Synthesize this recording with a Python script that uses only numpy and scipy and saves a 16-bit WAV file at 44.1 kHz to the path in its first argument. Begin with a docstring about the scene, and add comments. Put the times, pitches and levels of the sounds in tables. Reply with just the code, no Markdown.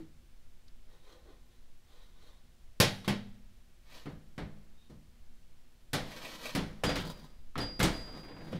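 """Gearbox taken apart on a bench

In a garage, a gear is slid off its shaft with faint rubs and puffs and dropped on a steel workbench.
The cast end cover is tipped, dragged on its rim and laid flat, where it chatters and a loose steel ring sings.
Blows set decaying tones and bands of noise ringing; rubs and puffs are streams of tiny random ticks.
Blows also set the bench top booming and leave a faint garage tail, over steady rumble, air and hiss."""
import sys
import numpy as np
from scipy import signal
from scipy.fft import rfft, irfft, next_fast_len
from scipy.io import wavfile
from scipy.ndimage import uniform_filter1d

SR = 44100
rng = np.random.default_rng(int(sys.argv[2]) if len(sys.argv) > 2 else 0)


def dump_mix(stems):
    """Bounce the given channels to the path in sys.argv[1] as a 16-bit WAV at rate SR."""
    frames = np.atleast_2d(stems).T  # one column per channel
    limited = np.clip(frames, -1, 1)  # hard clip at full scale
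    pcm = np.round(limited * 32767).astype(np.int16)
    wavfile.write(sys.argv[1], SR, pcm)


N = 378819
TIME = np.arange(N) / SR

# building rumble, as a relative spectrum: [f/Hz, level per Hz/dB]
RUMBLE_COLOUR = [(6, 12.5), (16, -3), (28, -6), (45, -14), (62, -13), (90, -22.5), (160, -39.5),
                 (400, -71.5), (1500, -110)]
# garage air, as a relative spectrum: [f/Hz, level per Hz/dB]
AIR_COLOUR = [(41, -29), (70, -4.5), (185, -3), (207, -13.5), (243, 1), (272, -17.5), (364, -6),
              (390, -21.5), (446, -12.5), (560, -15.5), (613, -15.5), (962, -19.5), (3330, -20.5),
              (15500, -32)]

# A blow is a clang, plus a thud that grows with the weight behind it and a click that grows with
# the hardness of the contact. The spot where it lands picks the pitch of the bench boom.
# centres of thud, knock, clang and click: [f/Hz]
REGISTERS_HZ = (180, 550, 2800, 8000)
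# cover and its shaft on the bench; weight and hardness are relative to the clang:
# [t/s, clang/dB, weight/dB, hardness/dB, spot f/Hz, boom level/dB]
COVER_BLOWS = [(0.002, -68.5, 20.5, -3, 318, -40.5), (4.057, -51.5, 16, -16, 171, -48),
               (4.379, -45.5, 13.5, -13, 193, -42.5), (4.898, -68, 25.5, -2, 235, -51.5),
               (5.932, -30.5, 2, -5, 133, -37), (6.55, -33, 6, -5, 169, -31.5),
               (6.836, -31, 6, -7, 600, -22.5), (6.892, -33.5, -2.5, -11.5, 584, -25),
               (6.956, -35, 1.5, -8, 322, -51), (7.556, -43.5, 10, -25, 1340, -31),
               (7.578, -37, 3.5, -9, 172, -43), (7.613, -45.5, 9.5, -5.5, 320, -44),
               (7.793, -41, 17, 0, 240, -44), (7.801, -30, 0.5, -11.5, 130, -33),
               (7.829, -29.5, 3.5, -0.5, 147, -21), (7.841, -34.5, -1, -9.5, 320, -26.5)]
# gear on the bench: [t/s, clang/dB, weight/dB, hardness/dB, spot f/Hz, boom level/dB]
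GEAR_BLOWS = [(2.801, -22.5, -3.5, -4.5, 139, -17), (3.046, -50.5, -10, -12, 1100, -48),
              (3.078, -33, 3, -8.5, 210, -30), (8.521, -58, 13.5, -8.5, 200, -52),
              (8.529, -50.5, 13, -20, 507, -32.5)]
# strong modes (natural tones) of each part together with the bench top:
# [f/Hz, relative level/dB, time to fall 60 dB/s]
COVER_MODES = [(98.9, -9.5, 0.71), (154.7, -3, 0.63), (180.1, -10, 0.33), (211, -10.5, 1), (244, -10, 0.49),
               (266.2, -10.5, 0.32), (283.8, -3, 0.42), (320, -6.5, 0.64), (401, -15, 0.61),
               (489, -11.5, 0.33), (510, -10, 0.58), (606, -19.5, 0.77), (670, -13.5, 0.72),
               (743, -15, 0.23), (795, -11, 0.51), (1010, -19, 0.094), (1256, -8.5, 0.21),
               (1600, -41, 0.22), (1860, -42, 0.18), (1960, -27, 0.14), (2252, -9, 0.16),
               (2555, -7.5, 0.13), (3262, -22, 0.2), (3820, -21, 0.18)]
GEAR_MODES = [(100, -7, 0.69), (115, -15.5, 0.99), (151.5, -12, 0.59), (193, -7, 0.7), (200, 0.5, 0.29),
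              (252, -19.5, 0.92), (321, -8.5, 0.25), (355, -5, 0.25), (407, -10, 0.36), (507.4, -6.5, 0.11),
              (600, -7, 0.29), (801, -12, 0.28), (1055, -7, 0.21), (1180, -12, 0.18), (1507, -25, 0.39),
              (1895, -16.5, 0.4), (2030, -15.5, 0.25), (2480, -15, 0.28), (2912, -21, 0.22),
              (3136, -21, 0.3), (3262, -14, 0.3), (3460, -20.5, 0.3), (3686, -21, 0.3), (3820, -20, 0.59),
              (4640, -14, 0.37), (5900, -29.5, 0.27), (6472, -17, 0.3)]
# crowd of weaker modes in each part: [f/Hz, level per third octave/dB]
COVER_CROWD = [(45, -12.5), (80, -23.5), (140, -13.5), (280, -12.5), (560, -11), (1100, -11.5), (2000, -9),
               (2600, -14.5), (3500, -6), (6500, -13), (10000, -11.5), (15000, -18)]
GEAR_CROWD = [(45, -20.5), (80, -26), (140, -4), (280, -10.5), (560, -8.5), (1100, -15.5), (2000, -7.5),
              (2600, -12), (3500, -3.5), (6500, -8.5), (10000, -6), (15000, -9.5)]
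# how fast the crowd dies: [f/Hz, time to fall 60 dB/s]
CROWD_T60 = [(60, 0.28), (200, 0.25), (600, 0.32), (3500, 0.31), (8000, 0.22), (15000, 0.084)]
# first echoes from the bench top, the gearbox and the floor: [delay t/s, relative level/dB]
ECHOES = [(.0021, -30), (.0067, -19), (0.0105, -15)]
# bench top modes: [f/Hz, relative level/dB, time to fall 60 dB/s]
BENCH_MODES = [(123, -0.5, .19), (138.4, -6.5, 0.21), (176.7, 2, 0.31), (202.3, 0, 0.63), (236, -6.5, .75),
               (321, 1, .21), (490, -16.5, 0.28), (520, -5, 0.2), (600, 1.5, 0.025), (1116, 2.5, 0.039),
               (1266, 3, .03)]
# bench frame modes: [f/Hz, level against the thud/dB, time to fall 60 dB/s]
FRAME_MODES = [(32.7, -12, 1.0), (58.2, -14, .5)]

# brief narrow squeaks and a faint whistle: [t/s, f/Hz, level/dB, half length t/s]
SQUEAKS = [(0.684, 4770, -61.5, 0.0031), (4.832, 3710, -71.5, 0.043)]
# Pushes: each rises like the first half of a bell curve, then dies away.
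# faint rubs and puffs while the gear is worked loose and slid off:
# [peak t/s, relative level/dB, swell t/s, treble tilt/dB]
SLIDES = [(.95, -66, 0.046, 0), (1.13, -60, 0.064, 1), (1.3, -65, 0.031, -8.5), (1.53, -76, .02, 8),
          (1.92, -68, .025, 3), (2.03, -67, 0.083, 5), (2.29, -64, 0.077, 2.5)]
# cover rim dragged over the bench: [peak t/s, relative level/dB, swell t/s, treble tilt/dB]
DRAGS = [(3.98, -55, 0.061, 5), (6.165, -48.5, 0.066, 3.5), (6.26, -46.5, 0.053, 3),
         (6.35, -49.5, 0.069, 4.5), (6.475, -43.5, 0.049, 4.5)]
# cover shivering on the bench after it lands: [peak t/s, level/dB, swell t/s, treble tilt/dB]
SHIVERS = [(7.08, -42.5, 0.12, 2), (7.28, -62, .06, 2), (8.12, -49, 0.038, -2), (8.27, -52, 0.12, 0),
           (8.55, -49, 0.098, -2.5)]
# colours of these sounds, as relative spectra: [f/Hz, level per Hz/dB]
SLIDE_COLOUR = [(150, -21), (250, -16), (306, -1.5), (516, -2.5), (680, -10), (1080, -9), (1370, -16),
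                (1900, -12.5), (2690, -23), (3760, -11), (5100, -24), (14000, -34)]
DRAG_COLOUR = [(76, -46), (130, -2.5), (215, -5.5), (315, 2.5), (410, -12.5), (511, 1), (796, -7.5),
               (1030, -4), (1430, -11.5), (3910, -11.5), (8740, -28.5), (14500, -29), (16000, -38)]
SHIVER_COLOUR = [(100, -20), (150, 11.5), (300, -1.5), (600, -7.5), (1300, -17), (2500, -27.5), (4000, -16),
                 (7000, -28.5), (15000, -33)]
# loose ring, each touch replacing the ringing before it: [t/s, level/dB, time to fall 60 dB/s]
RING_TOUCHES = [(6.866, -38.5, 0.36), (6.985, -55, 0.32), (7.07, -59, 0.76), (7.603, -40, 0.89),
                (7.94, -48, 1.74)]
# loose ring's modes: [f/Hz, relative level/dB]
RING_MODES = [(4831, 0), (8280, -34)]

RUMBLE_DB, AIR_DB, HISS_DB = -49.5, -68, -83  # hiss: each channel, before the top is cut
CUTOFF_HZ = 15650  # the microphone's top end
SIDE_SLOPE = 0.024  # a tiny difference between the channels, growing towards the treble
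KNOCK_SHARE = 0.48  # share of the weight (in dB) that reaches the knock register
CRACK_HZ = 7000  # the crack of a contact is at half power here, and fuller above
RADIATES_ABOVE_HZ = 90  # a struck plate radiates little below this pitch
# the cover lands edge first: delay of the full weight, clang lost by then, weight held back at first
SETTLE_S, SETTLE_LOSS_DB, HELD_BACK_DB = .008, 8, 9.5
# laid flat, it rocks in light, uneven taps: (from, to), time between taps, spread of that time
ROCKING_SPAN_S, ROCK_EVERY_S, ROCK_JITTER_S = (8.066, 8.48), .051, 0.0098
# one such tap: clang, weight, hardness, spread of strength
ROCK_DB, ROCK_WEIGHT_DB, ROCK_HARDNESS_DB, ROCK_SPREAD_DB = -56, 10, -28, 0.5
SPOT_OCTAVES = 0.18  # a bench mode this far from the spot's pitch is woken 3 dB less
LET_DOWN_S = 6.4  # from here on the cover's whole weight rests on the bench
SINGS_ABOVE_HZ = 1000  # slips make only a part's modes above this pitch sing


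def from_db(db):
    """Turn decibels into gain."""
    return 10 ** (np.asarray(db) / 20)


def rms_one(x):
    """Scale to an average strength (rms) of 1."""
    return x / np.sqrt(np.mean(x ** 2) + 1e-20)


def at_hz(points, hz):
    """Read a table between its points, with pitch spaced as the ear hears it (log frequency)."""
    pitch, value = np.transpose(points)
    return np.interp(np.log(np.maximum(hz, 1)), np.log(pitch), value)


def coloured(x, colour):
    """Shape a sound's spectrum, falling away below the colour's lowest point; rms 1."""
    size = next_fast_len(N, True)
    hz = np.arange(size // 2 + 1) * SR / size
    skirt = np.minimum(hz / colour[0][0], 1) ** 4
    spectrum = rfft(x, size) * from_db(at_hz(colour, hz)) * skirt
    return rms_one(irfft(spectrum, size)[:N])


def drift(per_s):
    """Smooth random wandering with spread 1, mostly around per_s swings a second."""
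    colour = [(per_s / 4, 0), (per_s, 0), (per_s * 8, -80), (per_s * 16, -200)]
    return rms_one(coloured(rng.standard_normal(N), colour))


def building_rumble():
    """Low noise from the building, its level drifting slowly."""
    level = from_db(RUMBLE_DB + 1.2 * drift(1.5))
    return level * coloured(rng.standard_normal(N), RUMBLE_COLOUR)


def garage_air():
    """Steady, faint noise with the garage's colour."""
    return from_db(AIR_DB) * coloured(rng.standard_normal(N), AIR_COLOUR)


def band(x, hz):
    """Keep a third of an octave; white noise of rms 1 comes out at about rms 1."""
    low, high = hz * 2 ** (-1 / 6), hz * 2 ** (1 / 6)
    sos = signal.butter(2, [low, high], "band", fs=SR, output="sos")
    return signal.sosfilt(sos, x + 1e-18) * np.sqrt(SR / 2 / (high - low))


def ring(clicks, hz, t60):
    """Each click of size 1 starts a sine of height 1 that falls 60 dB in t60 seconds."""
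    shrink = from_db(-60 / (t60 * SR))  # per sample
    turn = 2 * np.pi * hz / SR  # radians per sample
    feedback = [1, -2 * shrink * np.cos(turn), shrink * shrink]
    return signal.lfilter([0, np.sin(turn)], feedback, clicks + 1e-18)


def dying(energy, t60):
    """Stored energy leaks away, 60 dB in t60 seconds."""
    return signal.lfilter([1], [1, -10 ** (-6 / (t60 * SR))], energy + 1e-24)


def strikes(blows, hz, scatter_db):
    """One click per blow, about as strong as that blow is at this pitch, with some chance."""
    clicks = np.zeros(N)
    for (s, clang, weight, hardness, *_), luck in zip(blows, rng.standard_normal(len(blows))):
        registers_db = (weight, KNOCK_SHARE * weight, 0, hardness)
        tilt = at_hz(list(zip(REGISTERS_HZ, registers_db)), hz)
        clicks[max(round(s * SR), 0)] += from_db(clang + tilt + scatter_db * luck)
    return clicks


def echoed(x):
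    """Hard surfaces close by thicken each attack and comb its spectrum."""
    copies = sum(from_db(db) * np.interp(TIME - delay, TIME, x, left=0) for delay, db in ECHOES)
    power = 1 + sum(from_db(db) ** 2 for _, db in ECHOES)
    return (x + copies) / np.sqrt(power)


def struck(blows, modes, crowd, modes_db, crack_db, crack_t60, room_db, room_t60):
    """Heavy metal on the bench: a crack, strong modes, a dense crowd of weak ones, the garage's tail."""
    notes, wash = np.zeros((2, N))
    for hz, db, t60 in modes:
        # each mode is struck a little stronger or weaker by chance
        notes += from_db(db + modes_db) * ring(strikes(blows, hz, scatter_db=1.0), hz, t60)
    for hz in 50 * 2 ** (np.arange(26) / 3):  # one band per third octave
        energy = strikes(blows, hz, scatter_db=1.48) ** 2
        body = dying(energy, at_hz(CROWD_T60, hz))
        # the crack lives in the treble
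        crack_share = hz ** 2 / (hz ** 2 + CRACK_HZ ** 2)
        crack = from_db(crack_db) ** 2 * crack_share * dying(energy, crack_t60)
        # the room swallows treble soonest
        room = from_db(room_db) ** 2 * dying(energy, room_t60 / (1 + hz / 18000))
        noise = rng.standard_normal(N) * np.sqrt(body + crack + room)
        wash += from_db(at_hz(crowd, hz)) * band(noise, hz)
    high_pass = signal.butter(2, RADIATES_ABOVE_HZ, "high", fs=SR, output="sos")
    return signal.sosfilt(high_pass, notes) + echoed(wash)


def settling(blows):
    """Each blow is two contacts: the edge with a bright clang, then the full weight with a dull one."""
    edges = [(s, clang, weight - HELD_BACK_DB, hardness)
             for s, clang, weight, hardness, *_ in blows]
    bodies = [(s + SETTLE_S, clang - SETTLE_LOSS_DB, weight + SETTLE_LOSS_DB, hardness)
              for s, clang, weight, hardness, *_ in blows]
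    return edges + bodies


def rocking():
    """Light taps of the cover rocking on its rim, uneven in time and strength."""
    beats = np.arange(*ROCKING_SPAN_S, ROCK_EVERY_S)
    chances = rng.standard_normal((len(beats), 2))
    return [(s + ROCK_JITTER_S * late, ROCK_DB + ROCK_SPREAD_DB * luck, ROCK_WEIGHT_DB, ROCK_HARDNESS_DB)
            for s, (late, luck) in zip(beats, chances)]


def cover_blows():
    """The cast cover lands edge first, then with its weight, and at last rocks on its rim."""
    return struck(settling(COVER_BLOWS) + rocking(), COVER_MODES, COVER_CROWD, modes_db=-6.0,
                  crack_db=0.5, crack_t60=0.061, room_db=-16.5, room_t60=1.0)


def boom(hits, hz, t60):
    """One bench mode struck by (s, dB) hits; a plate radiates little below its resonance."""
    clicks = np.zeros(N)
    for s, db in hits:
        clicks[max(round(s * SR), 0)] += from_db(db)
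    high_pass = signal.butter(2, .7 * hz, "high", fs=SR, output="sos")
    return signal.sosfilt(high_pass, ring(clicks, hz, t60))


def bench():
    """The top booms in the modes nearest to each blow's spot; the frame sways under the cover's weight."""
    out = np.zeros(N)
    for hz, db, t60 in BENCH_MODES:
        hits = [(s, boom_db + db - 3 * (np.log2(hz / spot_hz) / SPOT_OCTAVES) ** 2)
                for s, *_, spot_hz, boom_db in GEAR_BLOWS + COVER_BLOWS]
        out += boom(hits, hz, t60)
    for hz, db, t60 in FRAME_MODES:
        thuds = [(s, clang + weight + db) for s, clang, weight, *_ in COVER_BLOWS if s > LET_DOWN_S]
        out += boom(thuds, hz, t60)
    return out


def squeaks(ring_share):
    """Noise swells briefly in one narrow resonance; the longer the swell, the purer its note."""
    out = np.zeros(N)
    for s, hz, db, length in SQUEAKS:
        swell = np.exp(-.5 * ((TIME - s) / length) ** 2)
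        note = rms_one(ring(rng.standard_normal(N), hz, ring_share * length))
        out += from_db(db) * swell * note
    return out


def pushed(pushes, release_t60):
    """Gain over time: each push swells to its peak, then dies away; their powers add."""
    power = 0
    for s, db, swell_s, _ in pushes:
        swell = np.exp(-.5 * (np.minimum(TIME - s, 0) / swell_s) ** 2)
        release = from_db(-60 * np.maximum(TIME - s, 0) / release_t60)
        power = power + (from_db(db) * swell * release) ** 2
    return np.sqrt(power)


def brightened(x, pushes, pivot_hz):
    """Tilt the sound towards treble or bass around a pivot, gliding from one push's tilt to the next."""
    s, _, _, treble_db = np.transpose(pushes)
    treble = signal.sosfilt(signal.butter(1, pivot_hz, "high", fs=SR, output="sos"), x)
    tilt = from_db(np.interp(TIME, s, treble_db))
    return treble * tilt + (x - treble) / tilt


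def rubbed(pushes, colour, part_modes, sing_db, slips_per_s, spread_db, t60, direct_db, judder_db,
           release_t60, pivot_hz):
    """Tiny slips of uneven size, each heard as a tick and as the ringing of the metal."""
    sizes = from_db(spread_db * np.minimum(rng.exponential(1, N), 4)) * rng.choice([-1, 1], N)
    happens = rng.random(N) < slips_per_s / SR
    slips = sizes * happens * from_db(judder_db * drift(49))
    age = TIME[:SR // 2]
    metal = rng.standard_normal((2, len(age))) * from_db(-60 * age / t60)
    # as the contact travels, it hands over between two sets of modes
    place = drift(5.7)
    shares = (np.cos(place), np.sin(place))
    ringing = sum(signal.fftconvolve(slips * share, modes)[:N] for share, modes in zip(shares, metal))
    singing = sum(ring(slips, hz, decay) for hz, _, decay in part_modes if hz > SINGS_ABOVE_HZ)
    sound = rms_one(ringing) + from_db(sing_db) * rms_one(singing) + from_db(direct_db) * rms_one(slips)
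    return pushed(pushes, release_t60) * brightened(coloured(sound, colour), pushes, pivot_hz)


def gear_slide():
    """Faint rubs and puffs while the gear is slid off, all made from a dense stream of small ticks."""
    slide = rubbed(SLIDES, SLIDE_COLOUR, GEAR_MODES, sing_db=-13, slips_per_s=2000, spread_db=1.0,
                   t60=0.125, direct_db=-12, judder_db=1.5, release_t60=0.54, pivot_hz=1200)
    return from_db(0.5) * slide


def gear_blows():
    """The dropped gear hits the bench and both ring."""
    return struck(GEAR_BLOWS, GEAR_MODES, GEAR_CROWD, modes_db=-1.0,
                  crack_db=-3.0, crack_t60=.04, room_db=-22, room_t60=0.91)


def cover_drag():
    """The cover's rim scrapes over the bench in fewer, more uneven slips."""
    drag = rubbed(DRAGS, DRAG_COLOUR, COVER_MODES, sing_db=-13, slips_per_s=800, spread_db=2.5,
                  t60=0.19, direct_db=-5.5, judder_db=1.3, release_t60=0.49, pivot_hz=2790)
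    return from_db(1.9) * drag


def loose_ring():
    """A thin steel ring sings on one almost pure note until it is touched again."""
    height = np.zeros(N)
    for s, db, t60 in RING_TOUCHES:
        fading = from_db(db - 60 * np.maximum(TIME - s, 0) / t60)
        height = np.where(TIME >= s, fading, height)
    note = sum(from_db(db) * np.sin(2 * np.pi * hz * TIME) for hz, db in RING_MODES)
    # smoothing over about 2 ms softens each touch
    return np.sqrt(2) * uniform_filter1d(height, size=90) * note


def cover_shiver():
    """The landed cover trembles against the bench in sparse slips."""
    return rubbed(SHIVERS, SHIVER_COLOUR, COVER_MODES, sing_db=-9, slips_per_s=120, spread_db=2.0,
                  t60=0.16, direct_db=-6.5, judder_db=-2.5, release_t60=0.58, pivot_hz=2800)


def scene():
    """Add up parts, bench and garage air at the microphone, the same in both channels."""
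    background = building_rumble() + garage_air()
    blows = cover_blows() + bench() + gear_blows()
    friction = squeaks(ring_share=1.2) + gear_slide() + cover_drag() + cover_shiver()
    return np.tile(background + blows + friction + loose_ring(), (2, 1))


def record(dry):
    """Two almost equal channels, each with its own faint hiss; the top is cut steeply."""
    # the signal's slope is added to one channel and taken from the other
    side = SIDE_SLOPE / 2 * np.gradient(dry, axis=1) * [[1], [-1]]
    hiss = from_db(HISS_DB) * rng.standard_normal((2, N))
    low_pass = signal.ellip(10, .2, 80, CUTOFF_HZ, fs=SR, output="sos")
    return signal.sosfilt(low_pass, dry + side + hiss)


dry = scene()
out = record(dry)
dump_mix(out)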